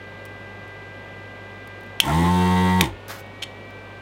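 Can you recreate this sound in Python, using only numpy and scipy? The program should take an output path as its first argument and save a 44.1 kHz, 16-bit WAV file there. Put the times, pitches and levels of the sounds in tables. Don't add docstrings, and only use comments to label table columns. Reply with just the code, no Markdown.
import sys
import numpy as np
from scipy import signal
from scipy.fft import rfft, irfft, next_fast_len
from scipy.io import wavfile

SR = 44100
rng = np.random.default_rng(int(sys.argv[2]) if len(sys.argv) > 2 else 0)


def unload_audio(sound):
    columns = np.transpose(np.atleast_2d(sound))
    steps = np.round(np.clip(columns, -1, 1) * 32767)
    wavfile.write(sys.argv[1], SR, steps.astype(np.int16))


N = 177008

# (multiple of the shaft rate, relative level [dB])
PUMP_PARTIALS = [(1, -5.5), (2, -0.5), (3, -16), (4, -12), (5, -15), (6, -22.5), (7, -27.5), (8, -16.5),
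                 (9, -15), (10, -4), (11, -20.5), (12, -15), (13, -24.5), (14, -27.5), (15, -25.5),
                 (16, -57), (17, -23), (18, -23.5), (19, -26), (20, -43), (21, -15), (22, -19.5), (23, -30),
                 (24, -26), (25, -27), (26, -29.5), (27, -42), (28, -47), (29, -39), (30, -26.5), (31, -40),
                 (32, -32), (33, -54), (34, -30), (35, -28), (36, -24), (37, -32), (38, -47.5), (39, -30),
                 (40, -27), (41, -43), (42, -27.5), (43, -34), (44, -49), (45, -37), (46, -36), (47, -42),
                 (48, -42.5), (49, -36), (50, -45), (51, -50), (52, -35)]
POWER_ON_S, POWER_OFF_S = 2.002, 2.813
FLAP_LOW_HZ, FLAP_HIGH_HZ, MOUNT_HZ = 1950, 2720, 313


def from_db(db):
    return 10 ** (np.asarray(db) / 20)


def rms_one(x):
    return x / np.sqrt(np.mean(x ** 2) + 1e-20)


def seconds():
    return np.arange(N) / SR


def since(start):
    return np.maximum(seconds() - start, 0)


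def angle(hz):
    return 2 * np.pi * np.cumsum(hz) / SR


def drift(rate_hz, count=4096):
    hz = np.fft.rfftfreq(count, N / SR / count)
    slow = irfft(rfft(rng.standard_normal(count)) / (1 + (hz / rate_hz) ** 2))
    return np.interp(np.linspace(0, count - 1, N), np.arange(count), rms_one(slow))


def noise(colour):
    points, level_db = np.transpose(colour)
    size = next_fast_len(N, real=True)
    hz = np.fft.rfftfreq(size, 1 / SR) + 1
    gain = from_db(np.interp(np.log(hz), np.log(points), level_db))
    gain *= np.minimum(hz / points[0], 1) ** 2
    return rms_one(irfft(rfft(rng.standard_normal(size)) * gain, size)[:N])


def singing(hz, width_hz):
    peak = signal.iirpeak(hz, hz / width_hz, fs=SR)
    return rms_one(signal.lfilter(*peak, rng.standard_normal(N)))


def dying(start, t60):
    age = seconds() - start
    return (age >= 0) * np.exp(-np.log(1000) * np.clip(age / t60, 0, 10))


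def swell(start, attack_s, t60, hold_until=0):
    attack_s = max(attack_s, 1 / SR)
    fade = since(max(start + attack_s, hold_until)) / t60
    return np.minimum(since(start) / attack_s, 1) * np.exp(-np.log(1000) * np.clip(fade, 0, 10))


def spell(middle_s, half_s, change_db):
    return change_db * np.exp(-((seconds() - middle_s) / half_s) ** 4)


def fan_speed():
    free_hz, loaded_hz = 397.75, 356.5
    sag_s, wait_s, recover_s = 0.06, 0.135, 0.5
    load = 1 - np.exp(-since(POWER_ON_S) / sag_s)
    load *= np.exp(-since(POWER_OFF_S + wait_s) / recover_s)
    return free_hz + (loaded_hz - free_hz) * load


def fan(waver_db=0.5):
    # (frequency [Hz], level [dB rms])
    case = [(1080, -64), (1195, -56.5), (1400, -60), (1490, -49), (1535, -69), (1562, -48.5), (1590, -46.5),
            (1780, -55), (1850, -56.5), (1935, -49.5), (1972, -56), (1990, -46.5), (2180, -59.5),
            (2235, -50), (2290, -50.5), (2335, -49), (2390, -57), (2790, -71.5)]
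    blade_hz = fan_speed()
    whine = np.zeros(N)
    for k in range(3, 8):
        level_db = np.interp(k * blade_hz, *np.transpose(case)) + waver_db * drift(4.5)
        whine += from_db(level_db) * np.sin(k * angle(blade_hz) + rng.uniform(0, 2 * np.pi))
    return np.sqrt(2) * whine


def mains_hum():
    # (frequency [Hz], level [dB rms])
    tones = [(50, -56), (100, -46), (200, -56.5), (400, -55.5), (510, -55), (555, -53.5)]
    hum = sum(from_db(level_db) * np.sin(2 * np.pi * (hz * seconds() + rng.random()))
              for hz, level_db in tones)
    return np.sqrt(2) * hum


def workshop_air():
    # (frequency [Hz], relative level [dB per Hz])
    colour = [(30, -16), (60, -8.5), (130, 0.5), (250, 0.5), (520, 0.5), (900, -3), (1400, -9.5),
              (2800, -11), (3700, -16), (5000, -26), (8000, -35), (15000, -43.5)]
    return from_db(-42.5) * noise(colour)


def room(x, t60=0.21, level_db=-17.5):
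    tail = dying(0.0015, t60) * noise([(300, -6), (3000, -0.5), (8000, -0.5), (15000, -13)])
    return from_db(level_db) * signal.fftconvolve(x, tail / np.sqrt(np.sum(tail ** 2)))[:N]


def solder_gulp(hz=670, wobble=0.028, second=0.66, air=0.35):
    # (start [s], level [dB])
    gulps = [(2.072, -23), (2.092, -22)]
    # (frequency [Hz], relative level [dB per Hz])
    colour = [(200, -13), (550, 7), (1000, -2), (1700, 5), (2600, -14), (5000, -29)]
    swallow = sum(from_db(db) * swell(s, attack_s=0.011, t60=0.06) for s, db in gulps)
    squeak = angle(hz * (1 + wobble * drift(84)))
    return swallow * (np.sin(squeak) + second * np.sin(2 * squeak) + air * noise(colour))


def nozzle_air(tick_t60=0.013, sputter_db=0.9, filled_s=3.205, filled_t60=0.063):
    # (time [s], level [dB])
    ticks = [(0.253, -39.5), (.260, -45), (.679, -53), (1.675, -44), (1.809, -49), (1.834, -52),
             (1.865, -53), (2.055, -30), (3.082, -33), (3.264, -56), (3.706, -52.5)]
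    # (start [s], rush level [dB], thin hiss level [dB], t60 [s])
    puffs = [(3.081, -32.5, -40, 0.38), (3.183, -69, -52.5, 0.13)]
    # (frequency [Hz], relative level [dB per Hz])
    rush_colour = [(200, -26), (600, -2), (1100, -1), (1650, 2.5), (2600, -10), (5000, -10.5), (9000, -26),
                   (15000, -35)]
    hiss_colour = [(2000, -7), (5000, 2), (9000, 0), (14500, 3), (16000, -1.5)]
    flow = from_db(sputter_db * drift(150)) * np.exp(-np.log(1000) * since(filled_s) / filled_t60)
    rush, hiss = np.zeros(N), np.zeros(N)
    for start, rush_db, hiss_db, t60 in puffs:
        puff = flow * swell(start, attack_s=0.021, t60=t60)
        rush += from_db(rush_db) * puff
        hiss += from_db(hiss_db) * puff
    ticking = sum(from_db(db) * dying(start, tick_t60) for start, db in ticks)
    return rush * noise(rush_colour) + (ticking + hiss) * noise(hiss_colour)


def strike(start, ring_db, crack_db, knock_db, bright_hz, length=1, low_hz=2000,
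           crack_t60=0.022, contact_cycles=3.25, size=4096):
    # (frequency [Hz], relative level [dB], t60 [s])
    lever = [(2346, -5.5, 0.013), (2487, 3.5, 0.0096), (3600, 2.5, 0.011)]
    # (frequency [Hz], relative level [dB], t60 [s])
    shell = [(770, -28, 0.034), (2100, -41, 0.004), (2714, -2.5, 0.015), (3080, 2, 0.013), (3256, -4, 0.02),
             (3870, -25, 0.012), (4250, -13.5, 0.023), (5390, -15.5, 0.018), (6740, -15, 0.01),
             (9520, -13.5, 0.0063), (10970, -13, .007)]
    age = np.arange(size) / SR
    fall = -np.log(1000) * age
    high_pass = signal.butter(2, low_hz, "high", fs=SR, output="sos")
    crack = signal.sosfilt(high_pass, rng.standard_normal(size))
    hit = from_db(crack_db) * np.exp(fall / crack_t60) * crack
    for hz, mode_db, t60 in lever:
        hit += from_db(knock_db + mode_db) * np.exp(fall / t60) * np.cos(2 * np.pi * hz * age)
    for hz, mode_db, t60 in shell:
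        hit += from_db(ring_db + mode_db) * np.exp(fall / (t60 * length)) * np.cos(2 * np.pi * hz * age)
    hit *= 1 - np.exp(-age * bright_hz / contact_cycles)
    low_pass = signal.butter(2, min(bright_hz, 0.45 * SR), fs=SR, output="sos")
    out = np.zeros(N)
    at = round(start * SR)
    out[at:at + size] = signal.sosfilt(low_pass, hit)
    return out


def grip_creak():
    # (time [s], shell ring level [dB])
    slips = [(3.421, -22.5), (3.4249, -14.5), (3.4325, -14.5), (3.4363, -21.5)]
    return sum(strike(s, db, db - 6, db - 3.5, bright_hz=7350, length=1.2, low_hz=1100, contact_cycles=9)
               for s, db in slips)


def pump_rattles():
    # (time [s], shell ring level [dB], contact brightness [Hz])
    rattles = [(2.8393, -20.5, 9000), (2.857, -25, 8997), (2.894, -22, 2200)]
    return sum(strike(s, db, db - 4.5, db + 0.5, bright_hz, contact_cycles=8)
               for s, db, bright_hz in rattles)


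def trigger_snaps(bounce_s=0.0036, bounce_db=-16):
    # (time [s], shell ring level [dB], ring length [share of the modes' t60], lever knock level [dB])
    snaps = [(2.0016, -0.5, 0.98, -26), (2.8098, -3, 0.45, -7)]
    out = np.zeros(N)
    for start, ring_db, length, knock_db in snaps:
        for lag, loss_db in ((0, 0), (bounce_s, bounce_db)):
            out += from_db(loss_db) * strike(start + lag, ring_db, -9.5, knock_db, 15400, length)
    return out


def shudder(wobble=0.061):
    # (start [s], level [dB rms], t60 [s])
    shudders = [(2.035, -31, 0.5), (2.818, -27, 0.2)]
    rocking = sum(from_db(db) * swell(s, attack_s=0.035, t60=t60) for s, db, t60 in shudders)
    return np.sqrt(2) * rocking * np.sin(angle(MOUNT_HZ * (1 + wobble * drift(40.3))))


def shaft_speed(spin_up_s=0.027, coast_s=0.105):
    # (time [s], rate [turns per s])
    running = [(2.09, 74.4), (2.144, 79.6), (2.194, 84.0), (2.32, 89.5), (2.46, 90.8), (2.8, 92.1)]
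    speed = np.interp(seconds(), *np.transpose(running))
    return speed * (1 - np.exp(-since(POWER_ON_S) / spin_up_s)) / (1 + since(POWER_OFF_S) / coast_s)


def powered(level_db, delay_s, attack_s, overrun_s, t60):
    return from_db(level_db) * swell(POWER_ON_S + delay_s, attack_s, t60, POWER_OFF_S + overrun_s)


def once_a_turn(turn, sharpness):
    return rms_one(np.exp(sharpness * np.cos(turn)))


def near(hz, centre_hz, width_hz=130):
    return np.exp(-((hz - centre_hz) / width_hz) ** 2)


def flap_chatter(turn, sharpness=1.5, width_hz=120):
    return singing(FLAP_LOW_HZ, width_hz) * once_a_turn(turn, sharpness)


def valve_air(turn, pulsing=0.33, flicker_db=2.5, ring_sharpness=0.66):
    # (frequency [Hz], relative level [dB per Hz])
    colour = [(100, 8), (400, -14), (1000, 13.5), (1500, 8.5), (2600, 6), (3300, 11.5), (4200, 6.5),
              (4900, 4.5), (7600, 3.5), (8700, 4), (11000, -2), (15500, -3)]
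    # (frequency [Hz], width [Hz], level against the air [dB])
    slits = [(6170, 180, -15), (8600, 550, -9), (9900, 300, -19.5), (14400, 600, -19)]
    air = noise(colour) * (1 + pulsing * (np.cos(turn) + np.cos(2 * turn)) / 2)
    rings = sum(from_db(level_db + flicker_db * drift(60)) * singing(hz, width_hz)
                for hz, width_hz, level_db in slits)
    return air + rings * once_a_turn(turn, ring_sharpness)


def valve_flow(sag_db_per_s=5):
    flow = powered(-38, delay_s=0.005, attack_s=0.05, overrun_s=0.04, t60=0.15)
    flow *= from_db(-sag_db_per_s * since(POWER_ON_S))
    vent = from_db(-40) * swell(POWER_OFF_S, attack_s=0.028, t60=0.14)
    return np.hypot(flow, vent)


def thump(turn, speed, full_speed_hz=91.4):
    first, second = from_db(PUMP_PARTIALS[0][1]), from_db(PUMP_PARTIALS[1][1])
    second = second * np.sqrt(speed / full_speed_hz)
    return (first * np.cos(turn) + second * np.cos(2 * turn)) / np.hypot(first, second)


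def housing_buzz(turn, speed, settled, flap_dip_db, rough=0.031, uneven_rough=0.26, sway_db=2.04,
                 scatter=1.39, knock_lag=1.6):
    # (frequency [Hz], relative level [dB])
    housing = [(230, -11), (320, -12.5), (400, -21), (640, -25.5), (740, -22.5), (810, -12), (905, -5),
               (975, -20), (1060, -8.5), (1170, -30.5), (1700, -30.5), (1930, -18.5), (2300, -35),
               (3600, -31.5), (4500, -44)]
    flap_swell_db = spell(middle_s=2.47, half_s=0.1, change_db=5)
    mount_swell_db = spell(middle_s=2.293, half_s=0.19, change_db=4.5)
    buzz, power = np.zeros(N), np.zeros(N)
    for k, partial_db in PUMP_PARTIALS[2:]:
        hz = k * speed
        level_db = settled * partial_db + (1 - settled) * np.interp(hz, *np.transpose(housing))
        level_db += flap_swell_db * near(hz, FLAP_HIGH_HZ)
        level_db += flap_dip_db * near(hz, FLAP_LOW_HZ)
        level_db += mount_swell_db * near(hz, MOUNT_HZ)
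        gain = from_db(level_db + sway_db * drift(13))
        roughness = 1 + (rough + uneven_rough * (1 - settled)) * drift(40)
        phase = k * (turn - knock_lag) + scatter * rng.standard_normal()
        buzz += gain * roughness * np.cos(phase)
        power += gain ** 2
    return buzz / np.sqrt(power)


def pump(wobble=0.0011, uneven_hz=87.8, even_hz=90.3):
    speed = shaft_speed()
    settled = np.clip((speed - uneven_hz) / (even_hz - uneven_hz), 0, 1)
    turn = angle(speed * (1 + wobble * drift(28)))
    flap_dip_db = spell(middle_s=2.372, half_s=0.06, change_db=-10)
    thump_gain = powered(-20, delay_s=0.045, attack_s=0.115, overrun_s=0.008, t60=0.16)
    thump_gain += powered(-38, delay_s=0.025, attack_s=0.04, overrun_s=0.135, t60=0.08)
    buzz_gain = powered(-22.5, delay_s=0.002, attack_s=0.105, overrun_s=0.021, t60=0.21)
    body = thump_gain * thump(turn, speed)
    body += buzz_gain * housing_buzz(turn, speed, settled, flap_dip_db)
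    chatter_gain = powered(-37, delay_s=0.01, attack_s=0.015, overrun_s=0.03, t60=0.15)
    chatter = chatter_gain * (1 - settled) * from_db(flap_dip_db) * flap_chatter(turn)
    return np.sqrt(2) * body + valve_flow() * valve_air(turn) + chatter


def scene():
    background = fan() + mains_hum() + workshop_air()
    handling = solder_gulp() + nozzle_air() + grip_creak() + pump_rattles() + trigger_snaps()
    return (background + room(handling) + handling + shudder() + pump())[None, :]


def record(dry):
    low_cut = signal.butter(4, 42, "high", fs=SR, output="sos")
    top_cut = signal.ellip(10, 0.1, 90, 15900, fs=SR, output="sos")
    thin = signal.sosfilt(low_cut, dry)
    return signal.sosfilt(top_cut, np.clip(thin, -0.95, 0.95))


dry = scene()
out = record(dry)
unload_audio(out)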